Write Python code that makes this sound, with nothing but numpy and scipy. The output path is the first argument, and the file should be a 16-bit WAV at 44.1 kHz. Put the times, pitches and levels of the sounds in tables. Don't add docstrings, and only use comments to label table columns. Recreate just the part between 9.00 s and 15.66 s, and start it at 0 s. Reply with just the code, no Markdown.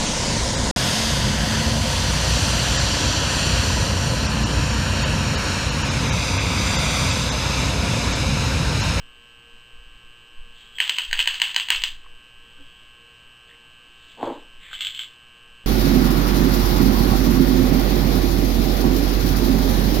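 import sys
import numpy as np
from scipy import signal
from scipy.fft import rfft, irfft
from scipy.io import wavfile
from scipy.ndimage import uniform_filter1d, minimum_filter1d

SR = 44100
rng = np.random.default_rng(int(sys.argv[2]) if len(sys.argv) > 2 else 0)


def nominal_scale(level):
    x = np.asarray(level, float) / 20
    return 10 ** x


def dump_mix(stems):
    frames = np.atleast_2d(stems).T
    limited = np.clip(frames, -1, 1)
    pcm = np.round(limited * 32767).astype(np.int16)
    wavfile.write(sys.argv[1], SR, pcm)


N = 293706

# start_s, blow_db, low_modes_db, middle_modes_db and top_modes_db
# (each relative to the rim's usual balance), powder_db shaken loose, powder_fade_db_per_s
PAN_TAPS = [(1.8019, -1, -4.5, 5, -7, -21.5, 150), (1.8943, -3.5, -1, -3, 1, -31, 70),
            (1.8977, -9.5, -15, 1, -2.5, -31.5, 200), (1.9841, -4.8, 2, -3, 1.5, -23, 180),
            (2.1291, -3, -2, 9, 5, -27, 202), (2.191, -4, 0, -2, -6, -15, 331),
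            (2.274, -1.5, 3.5, 2, 1.5, -23, 130), (2.342, -15.5, 8, 3, 9.5, -29, 259),
            (2.4169, .2, 4, 2, 2.5, -20.5, 140), (2.562, 0.4, 5, 2.5, 6.5, -24, 249),
            (2.5981, -9.5, -2, -4, -2.5, -25, 230), (2.703, 1.8, 5, 3, 2.5, -20, 170),
            (2.749, -12, .6, -9, -4, -21.5, 300), (2.8368, -1.5, -0.5, -2, 4.5, -24, 230)]
# pitch_hz, width_hz (wider dies sooner), relative_db
RIM_MODES = [(600, 110, -44.5), (960, 70, -15.5), (1574, 95, -11.5), (1860, 310, -9), (2743, 596, -4.5),
             (2966, 101, 6.5), (3215, 150, -3.5), (4152, 122, -6), (4734, 170, -10), (5126, 97, -20)]
# pitch_hz, width_hz, relative_db
FUNNEL_MODES = [(587, 340, -32), (970, 196, -19.5), (1670, 315, -12.5), (2240, 240, -11.5),
                (2642, 79, -3.5), (3020, 197, 0), (3228, 195, -3), (3887, 100, -10.5), (4520, 280, -16),
                (5450, 400, -25)]


def pouring():
    start_s, blow_db, _, middle_db, _, powder_db, fade = np.transpose(PAN_TAPS)
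    gush = aftermath(start_s, blow_db - 22, fade_db_per_s=600)
    stream = aftermath(start_s, powder_db, fade)
    low_stream = aftermath(start_s, powder_db - 12 + 0.4 * middle_db, fade)
    upper = np.hypot(gush, stream)
    lower = np.hypot(nominal_scale(-10.5) * gush, low_stream)
    out = rattle(upper, lower, FUNNEL_MODES, split_hz=2300, per_s=2400, spread_db=3, scatter=0.05)
    hz = np.array(RIM_MODES)[:, :1]
    for start_s, blow_db, low_db, middle_db, top_db, _, _ in PAN_TAPS:
        shade_db = np.select([hz < 1200, hz < 2300, hz > 3600], [low_db, middle_db, top_db])
        add(out, start_s, nominal_scale(blow_db) * ring(RIM_MODES, 0.021, shade_db))
    return out


# start_s, knock_db, wobble_db of the rattle that follows
FUNNEL_KNOCKS = [(5.191, -35, -39), (5.229, -12, -29.5), (5.261, -30, -29.5), (5.299, -25, -36)]
# pitch_hz, width_hz, relative_db
BENCH_MODES = [(284, 49, 0.5), (336, 32, 1), (478, 52, -3.5), (605, 120, -11), (842, 84, -5.5),
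               (1032, 117, -8.5), (1520, 270, -23), (2100, 400, -29.5)]


def funnel_down():
    start_s, _, wobble_db = np.transpose(FUNNEL_KNOCKS)
    wobble = aftermath(start_s, wobble_db, fade_db_per_s=223)
    out = rattle(wobble, nominal_scale(-1.5) * wobble, BENCH_MODES,
                 split_hz=550, per_s=1700, spread_db=1.5, scatter=0.059)
    knock_modes = BENCH_MODES + [(715, 130, 2.1)]
    for start_s, knock_db, _ in FUNNEL_KNOCKS:
        add(out, start_s, nominal_scale(knock_db) * ring(knock_modes, 0.027, contact_s=0.0001))
    return out


# start_s, clink_db, low_modes_db relative to the usual balance,
# chatter_db of the rattle that follows, chatter_fade_db_per_s
CASE_CLINKS = [(5.642, -41, 5, -52, 150), (5.7304, -20, 19.5, -30, 200), (5.8074, -12, 2, -25, 149),
               (5.8108, -16.5, -8, -34, 200), (5.848, -11, -4, -28.5, 300), (5.8688, -12, -4, -29, 290),
               (5.9479, -20, -10, -33, 200), (5.992, -14, 1.5, -27, 279), (6.034, -22, 2, -38, 300)]
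# pitch_hz, width_hz, relative_db
BRASS_MODES = [(916, 680, -33), (1230, 60, -21.5), (1577, 100, -14), (2167, 83, -9.5), (2750, 270, -8),
               (3088, 86, 3), (3430, 127, 0.5), (4170, 450, -15), (5040, 490, -22.5)]


def case_clinks():
    start_s, _, low_db, chatter_db, fade = np.transpose(CASE_CLINKS)
    upper = aftermath(start_s, chatter_db, fade)
    lower = aftermath(start_s, chatter_db - 17 + 0.31 * low_db, fade)
    out = rattle(upper, lower, BRASS_MODES, split_hz=2400, per_s=1900, spread_db=3, scatter=0.028)
    is_low = np.array(BRASS_MODES)[:, :1] < 2000
    for start_s, clink_db, low_db, _, _ in CASE_CLINKS:
        add(out, start_s, nominal_scale(clink_db) * ring(BRASS_MODES, 0.0082, low_db * is_low, contact_s=0.00024))
    return out


# peak_s, level_db, rise_db_per_s, fall_db_per_s
CASE_SLIDE = (5.648, -44, 300, 50)
# pitch_hz, width_hz, relative_db
RASP_MODES = [(2200, 350, -2), (2750, 400, -3), (3300, 450, -1), (3800, 400, -9)]


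def case_slide():
    return grains(swells(*CASE_SLIDE), RASP_MODES, per_s=1500, spread_db=3.5, scatter=0.06)


# peak_s, level_db, rise_db_per_s, fall_db_per_s
RUSTLE_SWELLS = [(1.604, -50.5, 189.5, 110), (1.76, -55, 300, 500), (4.485, -67, 900, 160),
                 (5.13, -51.5, 67, 200), (5.254, -43.5, 200, 120)]
# pitch_hz, width_hz, relative_db
RUSTLE_MODES = [(1880, 670, -9), (2700, 1300, -5), (3350, 290, 4.5), (3750, 430, -1), (4230, 900, -5)]


def rustle():
    gain = swells(*np.transpose(RUSTLE_SWELLS))
    return grains(gain, RUSTLE_MODES, per_s=5100, spread_db=3.5, scatter=0.039)


# peak_s, level_db, rise_db_per_s, fall_db_per_s
TRICKLE_SWELLS = [(1.62, -52, 169, 36), (1.771, -36.5, 700, 1500), (3.48, -57, 300, 150),
                  (3.62, -55.5, 150, 40), (3.75, -56.5, 51, 70)]
# pitch_hz, width_hz, relative_db
NECK_MODES = [(3200, 46, 20), (3400, 250, -15.5)]


def trickle():
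    gain = swells(*np.transpose(TRICKLE_SWELLS))
    return grains(gain, NECK_MODES, per_s=600, spread_db=3, scatter=0.019)


# start_s, level_db, pitch_hz, width_hz
TICKS_AND_THUD = [(3.062, -39, 1090, 110), (3.063, -46, 1800, 300), (3.585, -51, 1500, 70),
                  (3.6, -47, 275, 9), (4.5, -39, 3350, 300), (4.511, -40, 1840, 250),
                  (4.528, -51, 2000, 300), (4.545, -44, 2100, 300), (5.233, -38.5, 104.4, 13)]


def ticks_and_thud():
    out = np.zeros(N)
    for start_s, level_db, hz, width in TICKS_AND_THUD:
        modes = [(hz, width, 0), (hz * 1.8, width * 3, -10)]
        add(out, start_s, nominal_scale(level_db) * ring(modes, 0.011, contact_s=0.002))
    return out


# rough pitch_hz (moved to the nearest harmonic of the buzz), level_db (rms)
LAMP_TONES = [(1082, -69), (1200, -74.5), (1319, -76), (1561, -64), (1680, -65.5), (1916, -70.5),
              (2277, -67.5), (2401, -72), (2519, -67), (2638, -62.5), (2756, -61.5), (2821, -77.5),
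              (2880, -61.5), (2998, -57.5), (3117, -56.5), (3241, -63), (3478, -76), (3849, -92),
              (4081, -79.5)]


def lamp():
    buzz_hz = 119.94
    sweep_s_per_hz = 2.5e-6
    second_stroke = 0.28
    t = np.arange(N) / SR
    drift = np.zeros(N)
    for hz in np.geomspace(0.1, 6, 20):
        drift += np.sin(2 * np.pi * (hz * t + rng.random())) / np.sqrt(hz)
    turns = buzz_hz * t + 0.0022 * evened(drift)
    out = np.zeros(N)
    for hz, level_db in LAMP_TONES:
        k = round(hz / buzz_hz)
        stroke_phase = (-1) ** k * np.arctan(second_stroke)
        sweep_phase = -np.pi * sweep_s_per_hz * (k * buzz_hz) ** 2
        tone = np.cos(2 * np.pi * k * turns + stroke_phase + sweep_phase)
        out += nominal_scale(level_db) * np.sqrt(2) * tone
    return out


# peak_s, level_db, rise_db_per_s, fall_db_per_s
HAND_BUMPS = [(0.0, -44.5, 100, 97), (0.799, -32, 153, 100), (1.12, -52, 100, 102), (1.4, -34, 300, 150),
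              (1.56, -47.5, 100, 69), (2.11, -30.5, 299, 82), (2.791, -30.5, 199, 252), (2.94, -38, 79, 58),
              (3.44, -46.5, 150, 122), (3.6, -55, 80, 41), (5.27, -50, 70, 25)]


def hands_on_camera():
    lumps = evened(uniform_filter1d(rng.standard_normal(N), size=5000))
    gain = nominal_scale(-60 + 4 * lumps) + swells(*np.transpose(HAND_BUMPS))
    return gain * coloured([(3, -11), (12, 7), (25, -4), (45, -12), (80, -40), (300, -89)])


# pitch_hz, width_hz, level_db (rms)
LOW_DRONES = [(120.3, 11, -73.5), (471, 3.2, -73)]


def drones():
    out = np.zeros(N)
    for hz, width, level_db in LOW_DRONES:
        band = [(hz - 3 * width, -60), (hz - width, -8), (hz, 0), (hz + width, -8), (hz + 3 * width, -60)]
        out += nominal_scale(level_db) * coloured(band)
    return out


# pitch_hz, relative_db
AIR_COLOUR = [(40, -5.5), (90, -11), (300, -16), (700, -21), (1100, -17.5), (2000, -21), (3000, -15),
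              (3600, -18), (4500, -22), (5500, -22.5)]


def room_air():
    return nominal_scale(-54) * coloured(AIR_COLOUR)


def shed(x, t60=0.31):
    at = np.arange(150, SR // 2, 20)
    taps = np.zeros(SR // 2 + 20)
    sign = rng.choice([-1., 1.], len(at))
    taps[at + rng.integers(0, 20, len(at))] = sign * nominal_scale(-60 * at / SR / t60)
    return signal.oaconvolve(x, taps / np.linalg.norm(taps))[:N]


def evened(x):
    return x / np.sqrt(np.mean(x ** 2) + 1e-20)


def add(mix, start_s, sound):
    part = mix[round(start_s * SR):][:len(sound)]
    part += sound[:len(part)]


def ring(modes, scatter, shade_db=0, contact_s=0.00005):
    hz, width, db = np.transpose(modes)[:, :, None]
    t = np.arange(3000) / SR
    hz = hz * (1 + scatter * rng.standard_normal((len(modes), 1)))
    sign = (-1.) ** np.arange(len(modes))[:, None]
    strength = sign * nominal_scale(db + shade_db) * width
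    sound = (strength * np.exp(-np.pi * width * t) * np.sin(2 * np.pi * hz * t)).sum(0)
    sound *= 1 - np.exp(-t / contact_s)
    no_bass = signal.butter(3, 0.64 * hz.min(), "high", fs=SR, output="sos")
    sound = signal.sosfilt(no_bass, sound)
    return sound / abs(sound).max()


def grains(gain, modes, per_s, spread_db, scatter, count=24):
    happens = rng.random(N) < per_s / SR
    size = nominal_scale(spread_db * np.minimum(rng.exponential(1, N), 4)) * happens
    size *= rng.choice([-1., 1.], N)
    patch = rng.integers(0, count, N)
    bodies = [ring(modes, scatter) for k in range(count)]
    body_energy = np.mean(np.sum(np.square(bodies), 1))
    power = per_s / SR * np.mean(size[size != 0] ** 2) * body_energy
    live = slice(np.argmax(gain > 1e-5), N - np.argmax(gain[::-1] > 1e-5))
    out = np.zeros(N)
    for k, body in enumerate(bodies):
        hits = (gain * size * (patch == k))[live]
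        add(out, live.start / SR, signal.oaconvolve(hits, body))
    return out / np.sqrt(power)


def rattle(upper, lower, modes, split_hz, **shape):
    high = grains(upper, [m for m in modes if m[0] > split_hz], **shape)
    return high + grains(lower, [m for m in modes if m[0] <= split_hz], **shape)


def coloured(points):
    point_hz, db = np.transpose(points)
    hz = np.fft.rfftfreq(N, 1 / SR)
    curve = nominal_scale(np.interp(np.log(hz + 1), np.log(point_hz), db))
    return evened(irfft(rfft(rng.standard_normal(N)) * curve, N))


def swells(peak_s, level_db, rise_db_per_s, fall_db_per_s):
    power = np.zeros(N // 32 + 2)
    t = np.arange(len(power)) * 32 / SR
    for at, top_db, up, down in np.broadcast(peak_s, level_db, rise_db_per_s, fall_db_per_s):
        below_db = abs(up) * np.maximum(at - t, 0) + abs(down) * np.maximum(t - at, 0)
        power += nominal_scale(2 * (top_db - below_db))
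    return np.interp(np.arange(N) / SR, t, np.sqrt(power))


def aftermath(start_s, level_db, fade_db_per_s):
    return swells(start_s + 0.0074, level_db, 3001, fade_db_per_s)


def scene():
    near = pouring() + funnel_down() + case_clinks() + case_slide() + rustle() + trickle() + ticks_and_thud()
    mono = near + nominal_scale(-11) * shed(near) + lamp() + hands_on_camera() + drones() + room_air()
    return np.array([mono, mono])


def quarter_rate(x):
    slow = signal.sosfilt(signal.cheby2(14, 40, 5800, fs=SR, output="sos"), x)
    slow = slow / (1 + abs(slow / 1.05) ** 8) ** (1 / 8)
    slow = slow * (np.arange(N) % 4 == 0)
    hz = np.fft.rfftfreq(N, 1 / SR)
    return irfft(rfft(slow) * 4 * np.sinc(hz * 4 / SR) ** 2, N)


def early_copy(x):
    quiet_share, loud_share, knee_db = 0.53, 0.21, -24
    release_db_per_s = 100.5
    peak_db = 20 * np.log10(-minimum_filter1d(-abs(x), size=201) + 1e-9)
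    fall = np.arange(N) * release_db_per_s / SR
    held = nominal_scale(np.maximum.accumulate(peak_db + fall, axis=1) - fall - knee_db)
    share = loud_share + (quiet_share - loud_share) / (1 + held ** 2)
    return np.roll(uniform_filter1d(share, size=101) * x, -768, axis=1)


def flipped_sample(x):
    start = round(2.7038 * SR)
    lowest = start + np.argmin(x[1, start:start + 60])
    x[1, lowest] *= -0.8
    return x


def low_pass(x):
    return signal.sosfilt(signal.butter(12, 16850, fs=SR, output="sos"), x)


def record(dry):
    joined = quarter_rate(dry)
    out = flipped_sample(joined + early_copy(joined))
    return low_pass(out)


dry = scene()
out = record(dry)
dump_mix(out)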